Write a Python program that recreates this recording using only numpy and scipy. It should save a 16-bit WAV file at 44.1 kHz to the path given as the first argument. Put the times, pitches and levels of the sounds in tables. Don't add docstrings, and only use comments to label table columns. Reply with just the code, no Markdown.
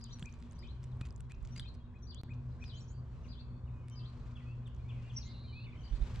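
import sys
import numpy as np
from scipy import signal
from scipy.fft import rfft, irfft
from scipy.io import wavfile
from scipy.ndimage import uniform_filter1d

SR = 44100
rng = np.random.default_rng(int(sys.argv[2]) if len(sys.argv) > 2 else 0)


def wrap_up_sound(samples):
    columns = np.atleast_2d(samples).T
    tamed = np.clip(columns, -1, 1)
    steps = np.round(tamed * 32767).astype(np.int16)
    wavfile.write(sys.argv[1], SR, steps)


N = 273420
TIME = np.arange(N) / SR
FREQ = np.fft.rfftfreq(N, 1 / SR)


# time from its start in seconds, pitch in Hz, relative level in dB.
ARCH_SHAPE = [(0, 3250, -11), (.011, 4750, -7), (.025, 4950, -6), (.042, 4550, -1), (.053, 3750, -4),
              (.064, 3200, -13), (.086, 3000, -9), (.11, 3750, -5), (.133, 4500, -6), (.147, 3500, -9)]
# time from its start in seconds, pitch in Hz, relative level in dB.
LISP_SHAPE = [(0, 5650, -11), (.025, 5860, -6), (.04, 6100, -6), (.054, 6610, -17.5)]
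# arch start in seconds, arch level in dB, lisp level in dB,
# clearness of the direct path in dB.
PHRASES = [(-.003, -57.5, -72, -0.5), (0.579, -60.5, -78, 1.5), (1.554, -57.5, -61.5, 4),
           (2.065, -56.5, -64.5, 2), (2.648, -56, -63, 0.5), (3.275, -60, -69.5, -1),
           (3.947, -59, -71.5, 1.5), (5.824, -65, -74, 0.5)]
LISP_LEAD_S = .046
# time in seconds, level in dB.
DRONE_LEVEL = [(0, -60), (.7, -60), (.92, -44.5), (1.05, -54.5), (1.6, -51), (1.9, -61.5), (2.15, -55),
               (2.38, -43), (2.6, -51.5), (3.3, -54), (3.6, -49), (4.5, -48.5), (5.2, -49.5), (5.7, -55.5),
               (6.2, -49.5)]
DRONE_HZ, DRONE_SAG_HZ_PER_S2 = 125.6, .195
# time in seconds, pitch in Hz, level in dB.
MOTOR = [(0, 230.3, -61), (1, 230.3, -69.5), (2, 227.7, -72), (4.2, 216.4, -71.5), (4.6, 213.7, -68),
         (6.2, 213, -69.5)]
# frequency in Hz, level in dB.
HUM_LINES = [(60, -56.5), (120.3, -60.5), (240.3, -65), (361, -76.5)]
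# frequency in Hz, relative density in dB per Hz.
AIR_SPECTRUM = [(25, -6.5), (45, -3.5), (65, 3.5), (105, -3), (160, -9), (210, -17), (300, -23),
                (500, -27.5), (800, -34), (1050, -29), (1900, -50), (4000, -67), (7500, -62.5),
                (10500, -75.5)]
AIR_DB = -48.5
# frequency in Hz, relative density in dB per Hz.
SHORE_SPECTRUM = [(700, -7.5), (1500, 15.0), (2600, -3.5), (4200, -11.5), (6000, -13.5), (15000, -56.5)]
# time in seconds, pitch in Hz, level in dB.
TYRE_BAND = [(0, 1051, -72), (2.2, 997.5, -83), (3.2, 1015, -81), (4.1, 1126, -72), (4.35, 1354, -73),
             (4.8, 1051, -85.5), (6.2, 1051, -71)]
# frequency in Hz, relative density in dB per Hz.
WIND_SPECTRUM = [(20, 7), (45, 14.5), (70, -6.5), (120, -25.5), (300, -26.5), (2000, -79.0)]
# peak time in seconds, half length in seconds, level in dB.
PUFFS = [(1.44, 0.088, -48), (1.63, 0.046, -51), (4.3, 0.33, -64.5), (5.3, 0.14, -59.5),
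         (5.935, 0.022, -33.5), (6.02, 0.019, -33), (6.14, 0.15, -50)]
# frequency in Hz, relative density in dB per Hz.
SLEEVE_SPECTRUM = [(200, 12.5), (500, 8), (1200, 4.5), (2500, 2), (4500, -3.5), (7500, -9.5), (10000, -24),
                   (15000, -30.5)]
# peak time in seconds, half length in seconds, level in dB.
RUBS = [(.1, 0.22, -80), (.45, 0.7, -75), (1.55, 0.13, -70.5), (2.65, 0.24, -76), (3.22, 0.17, -75),
        (4.22, 0.37, -72.5), (5.1, 0.32, -71), (6.19, 0.29, -59.5)]
SLEEVE_REST_DB = -86.5
# frequency in Hz, relative density in dB per Hz.
CRACKLE_SPECTRUM = [(400, -16.5), (1300, 6), (3500, 5.5), (5500, -1.5), (8500, -3.5), (11000, -13.5),
                    (15000, -30)]
# time in seconds, level in dB, ring in Hz,
# crackle relative to the ring in dB, left minus right in dB.
SNAPS = [(0.04, -42.5, 7400, -22, -3), (0.2255, -37.5, 3250, -6, -1), (0.258, -48.5, 6500, -14, -13),
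         (0.3251, -55, 6160, -22, -13), (0.511, -57, 6700, -20, -12), (0.521, -55.5, 8600, -10, 3),
         (.591, -57.5, 8800, -14, 3), (0.8397, -53, 7800, 0, -3), (.971, -68, 9900, -14, 0),
         (1.1056, -52.5, 4970, -6, -8), (1.125, -65, 8500, 0, -2), (1.1612, -52.5, 6800, -18, -10),
         (1.206, -49, 8440, -19, -2), (1.246, -77, 7000, 0, -2), (1.428, -65, 7600, -8, -8),
         (1.457, -61, 6200, -14, -6), (1.596, -33, 3370, -5.5, 0), (1.619, -63, 7800, -4, -3),
         (1.6895, -72, 7800, -10, -3), (1.741, -65, 8340, 4, -2), (2.1457, -48, 7140, -7, -4),
         (2.64, -45, 3620, -4, 0), (2.6805, -57, 3300, 2, 2), (3.883, -58, 8400, 4.5, -4),
         (3.8985, -55, 7540, -6, -8), (6.159, -46.5, 3960, -1.5, -2)]
SNAP_S, SNAP_Q = 0.00064, 4
# time in seconds, level in dB, ring in Hz, nominal length in seconds.
SQUELCHES = [(0.0116, -63, 5900, 0.0025), (0.062, -71, 7000, .003), (0.186, -67, 3600, 0.006),
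             (0.199, -61.5, 8000, 0.0065), (0.339, -64.5, 6700, 0.0023), (.399, -74, 7460, .008),
             (0.424, -63.5, 4120, 0.0033), (0.435, -72, 3000, .003), (0.531, -65.5, 7500, .002),
             (0.835, -67, 5500, 0.0071), (1.014, -51.5, 1320, 0.0034), (1.054, -60.5, 2290, 0.006),
             (1.067, -65, 7000, 0.007), (1.087, -76, 4000, .015), (1.177, -77, 9000, .004),
             (1.2, -78, 9000, .005), (1.205, -60, 1520, .002), (1.301, -67, 2000, 0.0052),
             (1.311, -68, 2500, 0.0075), (1.319, -57, 7900, 0.0022), (1.45, -62, 6860, 0.0033),
             (1.473, -59, 6700, 0.00095), (1.562, -56.5, 2120, 0.0078), (1.578, -53.5, 7000, 0.0033),
             (1.602, -63, 9450, 0.004), (1.748, -71, 4550, 0.008), (4.673, -70, 8050, 0.0067),
             (4.747, -72, 6750, 0.0039), (4.762, -75, 6500, .003)]
SQUELCH_Q, SQUELCH_CRACKLE_DB, SQUELCH_PAN_DB = 3.8, 4, -2.5
STRUGGLE_S, FIDGET_DB = 1.7, -81
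# start in seconds, length in seconds, start in Hz, end in Hz, level in dB.
ZEES = [(0.083, .07, 5900, 6970, -75), (0.196, 0.057, 6600, 7970, -71), (2.729, 0.095, 5620, 7700, -70.5),
        (2.808, 0.057, 6970, 6100, -73.5), (2.869, 0.066, 5780, 7500, -69), (5.129, 0.042, 6500, 5370, -70),
        (5.2, .09, 5300, 6880, -67), (5.261, 0.07, 3460, 4690, -64)]
ZEE_RASP_HZ = 337
# start in seconds, length in seconds, start in Hz, end in Hz, level in dB.
WHISTLES = [(0.122, 0.03, 5770, 5900, -57), (0.546, .028, 5920, 5860, -74), (0.584, 0.03, 5600, 5080, -70),
            (1.624, 0.015, 3800, 3900, -60.5), (1.795, 0.038, 3300, 3250, -76),
            (2.65, .04, 5350, 4900, -67), (2.723, 0.072, 3020, 3160, -62),
            (2.924, 0.097, 4680, 4620, -77.5), (3.382, 0.076, 2710, 2630, -78.5),
            (3.714, 0.13, 2514, 2480, -77), (3.796, 0.22, 2230, 2230, -79),
            (3.903, 0.071, 3105, 3045, -68.5), (3.978, 0.064, 2680, 2650, -73),
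            (4.367, 0.036, 2564, 2705, -68), (4.405, 0.055, 2020, 1900, -73.5),
            (4.447, 0.096, 2460, 2740, -65.5), (5.16, 0.033, 2160, 2085, -70),
            (5.181, 0.0086, 3700, 4900, -62), (5.431, 0.041, 2350, 2420, -73),
            (5.463, 0.075, 3180, 2920, -68), (5.832, .05, 4840, 4490, -71), (5.868, 0.083, 5730, 5650, -77),
            (5.95, 0.022, 7500, 7950, -78), (6.013, 0.019, 3300, 4300, -64)]
# time in seconds, level in dB, pitch in Hz.
THUMPS = [(0.224, -40, 164), (1.013, -34.5, 118), (1.576, -48.5, 177)]
# time from its start in seconds, pitch in Hz, relative level in dB.
SCOOP_SHAPE = [(0, 1400, -21), (.011, 1720, -12), (.023, 2400, -3), (.035, 2570, 0), (.05, 2370, -6),
               (.057, 2750, -9), (.062, 5200, -14), (.069, 7500, -19)]
# scoop start in seconds, level in dB.
SCOOP_TIMES = [(0.233, -63), (0.611, -63.5), (0.993, -63), (1.286, -64), (1.624, -65.5), (1.927, -69),
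               (2.278, -62), (2.586, -59.5)]
# start in seconds, length in seconds, top pitch in Hz, level in dB.
SLURS = [(0.91, 0.027, 4180, -76), (3.236, 0.04, 2950, -68), (3.665, 0.039, 3000, -73.5),
         (4.35, 0.033, 3596, -62), (4.397, 0.014, 2670, -67), (4.652, 0.036, 3720, -65),
         (4.885, 0.038, 3560, -62), (5.092, 0.031, 3610, -61.5), (5.202, 0.039, 5007, -60),
         (5.222, 0.031, 3050, -73)]
SLUR_DROP, SLUR_BEND = 0.41, 1.7
# time from its start in seconds, pitch in Hz, relative level in dB.
CHIP_SHAPE = [(0, 5300, -12), (.007, 5680, -1), (.014, 5820, 0), (.023, 5620, -2), (.03, 5150, -16)]
# chip start in seconds, level in dB.
CHIP_TIMES = [(2.803, -61), (5.162, -44)]
# start in seconds, length in seconds, start in Hz, end in Hz, level in dB.
WARBLES = [(4.785, 0.047, 2340, 2490, -77.5), (4.841, 0.053, 2120, 2450, -74),
           (4.878, 0.057, 2500, 2406, -68.5), (4.914, 0.064, 2370, 2140, -73.5),
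           (4.944, 0.091, 2620, 2444, -73), (4.985, .03, 2080, 1950, -74.5), (5.026, .075, 2750, 2760, -71),
           (5.032, .09, 2320, 2500, -72), (5.161, 0.044, 2760, 2730, -74), (5.185, .03, 2450, 2410, -73),
           (5.245, 0.081, 2030, 2200, -70), (5.333, 0.036, 2960, 2654, -72.5)]
# time in seconds, centre pitch in Hz.
BUZZ_PITCH = [(5.21, 4190), (5.32, 4040), (5.5, 4195), (5.66, 4270)]
BUZZ_START_S, BUZZ_LENGTH_S, BUZZ_ATTACK_S, BUZZ_RELEASE_S = 5.218, 0.446, 0.03, 0.012
BUZZ_DB = -64.5
# time from its start in seconds, pitch in Hz,
# relative level in dB.
FLOURISH_SHAPE = [(0, 2050, -14), (.012, 2400, -5), (.03, 2430, -3), (.058, 2570, 2), (.084, 2590, 0),
                  (.091, 2800, -8), (.115, 2530, -6), (.138, 3050, -5), (.155, 2350, -1), (.164, 2020, -15),
                  (.176, 2330, -4), (.19, 2000, -17), (.208, 2650, -17), (.218, 2430, -1),
                  (.227, 1950, -15), (.234, 2150, -15), (.241, 2380, -2), (.25, 2020, -12),
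                  (.266, 2350, -14)]
FLOURISH_START_S, FLOURISH_DB = 5.515, -59
# start in seconds, length in seconds, centre pitch in Hz, level in dB,
# notes per second, slide within a note in Hz.
TWITTERS = [(5.531, 0.2, 3510, -70.5, 47, 447), (5.747, 0.172, 3090, -66, 48.6, -600)]
TOP_HZ = 15500


def undb(db):
    return 10 ** (np.asarray(db) / 20)


def unit(x):
    return x / np.sqrt(np.mean(x ** 2))


def curves(rows, t):
    s, *columns = np.transpose(rows)
    return [np.interp(t, s, c) for c in columns]


def walk(rate_hz, size=N):
    k = int(SR / rate_hz)
    steps = np.repeat(rng.standard_normal(size // k + 2), k)
    return np.sqrt(2) * uniform_filter1d(uniform_filter1d(steps, k), k)[:size]


def noise(spectrum):
    hz, db = np.transpose(spectrum)
    gain = undb(np.interp(np.log(FREQ + 1), np.log(hz), db))
    gain = gain * FREQ ** 2 / (FREQ ** 2 + 20 ** 2)
    return unit(irfft(rfft(rng.standard_normal(N)) * gain, N))


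def tone(hz):
    return np.sqrt(2) * np.sin(2 * np.pi * np.cumsum(hz) / SR + rng.uniform(0, 2 * np.pi))


def add(track, start_s, x):
    i = int(start_s * SR)
    a, b = max(i, 0), min(i + x.shape[-1], N)
    track[..., a:b] += x[..., a - i:b - i]


def place(x, pan_db, lag_ms):
    late = irfft(rfft(x) * np.exp(-2j * np.pi * FREQ * lag_ms / 1000), N)
    return np.array([late * undb(pan_db / 2), x * undb(-pan_db / 2)])


def banks(x, near_db, far_db, near_t60_s=0.41, far_t60_s=0.78, split_hz=4900, treble_t60_s=0.5):
    t = TIME[:SR]
    tails = rng.standard_normal((2, 2, SR)) * np.clip((t - .004) / 0.0085, 0, 1)
    low = signal.sosfiltfilt(signal.butter(4, split_hz, fs=SR, output="sos"), tails)
    tails = low + (tails - low) * undb(-60 * t / treble_t60_s)
    near = unit(tails[0] * undb(-60 * t / near_t60_s)) / np.sqrt(SR)
    far = unit(tails[1] * undb(-60 * t / far_t60_s)) / np.sqrt(SR)
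    echoes = undb(near_db) * near + undb(far_db) * far
    return signal.fftconvolve(x[None], echoes, axes=1)[:, :N]


def branches(x, span_s=0.019, count=14):
    taps = np.zeros((2, int(SR * .1)))
    for side in taps:
        share, size = rng.uniform(0.026, 1, count), rng.standard_normal(count)
        delays = (share * min(span_s, .09) * SR).astype(int)
        np.add.at(side, delays, unit(size * np.exp(-share)) / np.sqrt(count))
    return signal.fftconvolve(x[None], taps, axes=1)[:, :N]


def syllables(shape, times, waver, third_db=None, flicker_db=3.5):
    out, t = np.zeros(N), np.arange(int(shape[-1][0] * SR)) / SR
    hz, db = curves(shape, t)
    fade = signal.windows.tukey(len(t), .12)
    for start_s, level_db in times:
        pitch_hz = hz * (1 + waver * walk(250, len(t)))
        voice = tone(pitch_hz)
        if third_db is not None:
            voice = voice + undb(third_db) * tone(3 * pitch_hz)
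        gain = undb(level_db + db + flicker_db * walk(143, len(t)))
        add(out, start_s, voice * gain * fade)
    return out


def note(track_hz, db, taper):
    return tone(track_hz) * undb(db) * signal.windows.tukey(len(track_hz), min(taper, 1))


def glides(rows, waver_hz, rate_hz, taper):
    out = np.zeros(N)
    for start_s, length_s, from_hz, to_hz, db in rows:
        size = int(length_s * SR)
        pitch_hz = np.linspace(from_hz, to_hz, size) + waver_hz * walk(rate_hz, size)
        add(out, start_s, note(pitch_hz, db, taper))
    return out


def swells(rows, sharpness):
    return np.sqrt(sum(undb(2 * db) * np.exp(-2 * np.abs((TIME - s) / half_s) ** sharpness)
                       for s, half_s, db in rows))


def arch_singer(paths_db=-6.5, direct_db=-4.5, wall_s=0.015, wall_db=-12.5):
    arches = [(s, db) for s, db, _, _ in PHRASES]
    lisps = [(s - LISP_LEAD_S, db) for s, _, db, _ in PHRASES]
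    song = syllables(ARCH_SHAPE, arches, waver=0.026, flicker_db=2.5)
    song = song + syllables(LISP_SHAPE, lisps, waver=0.025)
    clear_db, = curves([(s, db) for s, _, _, db in PHRASES], TIME - LISP_LEAD_S)
    direct = undb(direct_db + clear_db) * place(song, pan_db=9.0, lag_ms=-0.084)
    wall = undb(wall_db) * place(np.interp(TIME - wall_s, TIME, song), pan_db=8.5, lag_ms=0.08)
    paths = undb(paths_db) * branches(song, span_s=.016)
    return direct + paths + wall + banks(song, near_db=-7.5, far_db=-13, near_t60_s=.22)


def hum(waver_db=2.0, beat=0.45, octave_db=-19):
    drone_hz = DRONE_HZ - DRONE_SAG_HZ_PER_S2 * TIME ** 2
    drone_db, = curves(DRONE_LEVEL, TIME)
    lines = [(drone_hz, drone_db), (2 * drone_hz, drone_db + octave_db), tuple(curves(MOTOR, TIME))]
    lines += [(hz + 0.732 * walk(6), db) for hz, db in HUM_LINES]
    out = np.zeros(N)
    for hz, db in lines:
        out += (tone(hz) + beat * walk(26) * tone(hz)) * undb(db + waver_db * walk(14))
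    return place(out, pan_db=1, lag_ms=.09)


def open_air(side_db=-11, side_hz=500, shore_db=-80):
    wash = noise(AIR_SPECTRUM) * undb(.9 * walk(3.1) + 1.2 * walk(16))
    tilt = (FREQ + side_hz / 4) / (FREQ + side_hz)
    side = irfft(rfft(noise(AIR_SPECTRUM)) * tilt, N) * undb(side_db)
    traffic = undb(AIR_DB) * (place(wash, pan_db=0.0, lag_ms=0.14) + np.array([side, -side]))
    shore = noise(SHORE_SPECTRUM) * undb(shore_db + 0.25 * walk(3.8))
    return traffic + place(shore, pan_db=2.0, lag_ms=0)


def tyres(width_hz=110):
    hz, db = curves(TYRE_BAND, TIME)
    flutter = noise([(20, 0), (width_hz, 0), (4 * width_hz, -24), (10000, -90)])
    return place(tone(hz) * flutter * undb(db), pan_db=0.5, lag_ms=0.12)


def wind(eddy_db=-57):
    eddies = undb(eddy_db) * np.array([noise(WIND_SPECTRUM), noise(WIND_SPECTRUM)])
    puffs = noise(WIND_SPECTRUM) * swells(PUFFS, sharpness=1.8)
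    return eddies + place(puffs, pan_db=-11, lag_ms=0)


def sleeve(rub_db=1.5, rasp_db=-27):
    rub = swells(RUBS, sharpness=1.64) + undb(SLEEVE_REST_DB)
    cloth = place(noise(SLEEVE_SPECTRUM), pan_db=3.0, lag_ms=0.029)
    cloth = cloth + undb(-1.5) * np.array([noise(SLEEVE_SPECTRUM), noise(SLEEVE_SPECTRUM)])
    rasp = undb(rasp_db) * rub / rub.max() * rng.standard_normal((2, N))
    return (cloth + rasp) * rub * undb(rub_db * walk(120))


def chorus(count=260, low_hz=2200, high_hz=4800, slide=.16):
    out = np.zeros(N)
    for when, pitch, length, glide, loud in rng.random((count, 5)):
        size = int((0.018 + 0.044 * length) * SR)
        centre_hz = low_hz * (high_hz / low_hz) ** pitch
        hz = centre_hz * (1 + slide * (2 * glide - 1) * np.linspace(-1, 1, size))
        add(out, when * N / SR, tone(hz) * (1 + loud) * np.hanning(size))
    out = unit(out)
    return undb(-92.0) * (place(out, pan_db=18.5, lag_ms=0.025) + banks(out, near_db=5.5, far_db=-8))


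def handling(grain_db=5.5, uneven_db=4.5, rise=0.59, lag_ms=0.028):
    out, t, crackle = np.zeros((2, N)), TIME[:2048] - TIME[512], noise(CRACKLE_SPECTRUM)
    bursts = [(s, db, hz, SNAP_Q, SNAP_S, broad_db, pan_db) for s, db, hz, broad_db, pan_db in SNAPS]
    fidgets = [(STRUGGLE_S * when, FIDGET_DB + 6 * (loud - .5), 4000 + 6000 * pitch, .0015)
               for when, loud, pitch in rng.random((55, 3))]
    bursts += [(s, db, hz, SQUELCH_Q, length_s, SQUELCH_CRACKLE_DB, SQUELCH_PAN_DB)
               for s, db, hz, length_s in SQUELCHES + fidgets]
    for k, (start_s, db, hz, q, length_s, broad_db, pan_db) in enumerate(bursts):
        envelope = np.exp(-np.abs(t) / length_s / np.where(t < 0, rise, .7))
        envelope = envelope * undb(grain_db * walk(974, len(t)) + uneven_db * walk(350, len(t)))
        b, a = signal.iirpeak(min(hz, .4 * SR), max(q, 1), fs=SR)
        snap = signal.lfilter(b, a, signal.lfilter(b, a, envelope * rng.standard_normal(len(t))))
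        burst = unit(snap) + undb(broad_db) * unit(envelope * crackle[k * len(t):][:len(t)])
        burst = burst * np.sqrt(length_s * SR / len(t) / 2)
        sides_db = db + np.array([[pan_db], [-pan_db]]) / 2
        add(out, start_s + t[0] + 0.00093, burst * undb(sides_db))
    return np.array([place(out[0], 0, lag_ms)[0], out[1]])


def rasps():
    out = glides(ZEES, ZEE_RASP_HZ, rate_hz=1500, taper=0.55)
    direct = place(out, pan_db=3, lag_ms=-0.024) * undb(-2.5)
    return direct + undb(-3.5) * branches(out, span_s=0.016) + banks(out, near_db=-11.5, far_db=-15)


def whistlers():
    out = glides(WHISTLES, waver_hz=20, rate_hz=300, taper=0.61)
    return place(out, pan_db=0, lag_ms=0.051) + banks(out, near_db=-12.5, far_db=-14)


def thumps(decay_s=0.0084):
    out, t = np.zeros(N), TIME[:4096]
    for start_s, db, hz in THUMPS:
        add(out, start_s, 2 * undb(db) * np.sin(2 * np.pi * hz * t) * np.exp(-t / decay_s))
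    return place(out, pan_db=0.0, lag_ms=0)


def scooper():
    voice = syllables(SCOOP_SHAPE, SCOOP_TIMES, waver=0.011, third_db=-25.5)
    direct = place(voice, pan_db=6.0, lag_ms=0.018) * undb(-1.0)
    return direct + undb(-8) * branches(voice) + banks(voice, near_db=-11, far_db=-19)


def slurrer(waver=0.013, taper=0.66):
    out = np.zeros(N)
    for start_s, length_s, top_hz, db in SLURS:
        u = np.linspace(0, 1, int(length_s * SR))
        hz = top_hz * (1 - SLUR_DROP * u ** SLUR_BEND) * (1 + waver * walk(210, len(u)))
        add(out, start_s, note(hz, db, taper))
    direct = place(out, pan_db=3.5, lag_ms=0.049) * undb(-1.0)
    return direct + undb(-9) * branches(out, span_s=.012) + banks(out, near_db=-13.5, far_db=-7)


def chipper(roughness_hz=1300):
    voice = syllables(CHIP_SHAPE, CHIP_TIMES, waver=0.008)
    noisy_tail = banks(voice * walk(roughness_hz), near_db=-11.0, far_db=-22, near_t60_s=.3)
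    return place(voice, pan_db=1.5, lag_ms=-0.037) + noisy_tail


def warbler():
    out = glides(WARBLES, waver_hz=55, rate_hz=600, taper=0.48)
    return place(out, pan_db=3, lag_ms=0.043) + banks(out, near_db=-8, far_db=-8)


def buzzing_trill(buzz_hz=320, swing_hz=230, rough=.22, beak_hz=3930, beak_width_hz=1000,
                  waver_hz=8, jitter_hz=30):
    hz, t = curves(BUZZ_PITCH, TIME)[0], TIME - BUZZ_START_S
    hz = hz + waver_hz * walk(70) + jitter_hz * walk(700)
    cycle = 2 * np.pi * np.cumsum(buzz_hz * (1 + 0.016 * walk(150))) / SR
    pulses = tone(hz - swing_hz * np.sin(cycle)) * (1 + np.cos(cycle)) * (1 + rough * walk(600))
    b, a = signal.iirpeak(beak_hz, beak_hz / beak_width_hz, fs=SR)
    buzz = unit(signal.lfilter(b, a, signal.lfilter(b, a, pulses)))
    fade = np.clip(np.minimum(t / BUZZ_ATTACK_S, (BUZZ_LENGTH_S - t) / BUZZ_RELEASE_S), 0, 1)
    buzz = buzz * undb(BUZZ_DB) * fade
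    return place(buzz, pan_db=-.5, lag_ms=.021) + banks(buzz, near_db=-18, far_db=-26)


def flourish():
    voice = syllables(FLOURISH_SHAPE, [(FLOURISH_START_S, FLOURISH_DB)], waver=0.0078, flicker_db=1.0)
    return place(voice, pan_db=-1, lag_ms=0.08) + banks(voice, near_db=-15, far_db=-10)


def twitterer(wander_hz=45, uneven_db=1.0):
    run = np.zeros(N)
    for start_s, length_s, hz, db, rate_hz, slide_hz in TWITTERS:
        phase = TIME[:int(length_s * SR)] * rate_hz % 1
        pitch_hz = hz + slide_hz * (phase - .5) + wander_hz * walk(60, len(phase))
        level_db = db + uneven_db * walk(59, len(phase))
        add(run, start_s, note(pitch_hz, level_db, taper=0.2) * np.sin(np.pi * phase) ** 3)
    return place(run, pan_db=5.0, lag_ms=0.033) + banks(run, near_db=-9, far_db=-13)


def scene():
    background = hum() + open_air() + tyres() + wind()
    hands = sleeve() + handling() + thumps()
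    birds = arch_singer() + chorus() + rasps() + whistlers() + scooper() + slurrer() + chipper()
    birds = birds + warbler() + buzzing_trill() + flourish() + twitterer()
    return background + hands + birds


def record(dry):
    dip = (TIME > 2.2145) & (TIME < 2.2345)
    top_cut = signal.ellip(8, .2, 70, TOP_HZ, fs=SR, output="sos")
    return signal.sosfilt(top_cut, dry * np.where(dip, undb(-24.0), 1))


dry = scene()
out = record(dry)
wrap_up_sound(out)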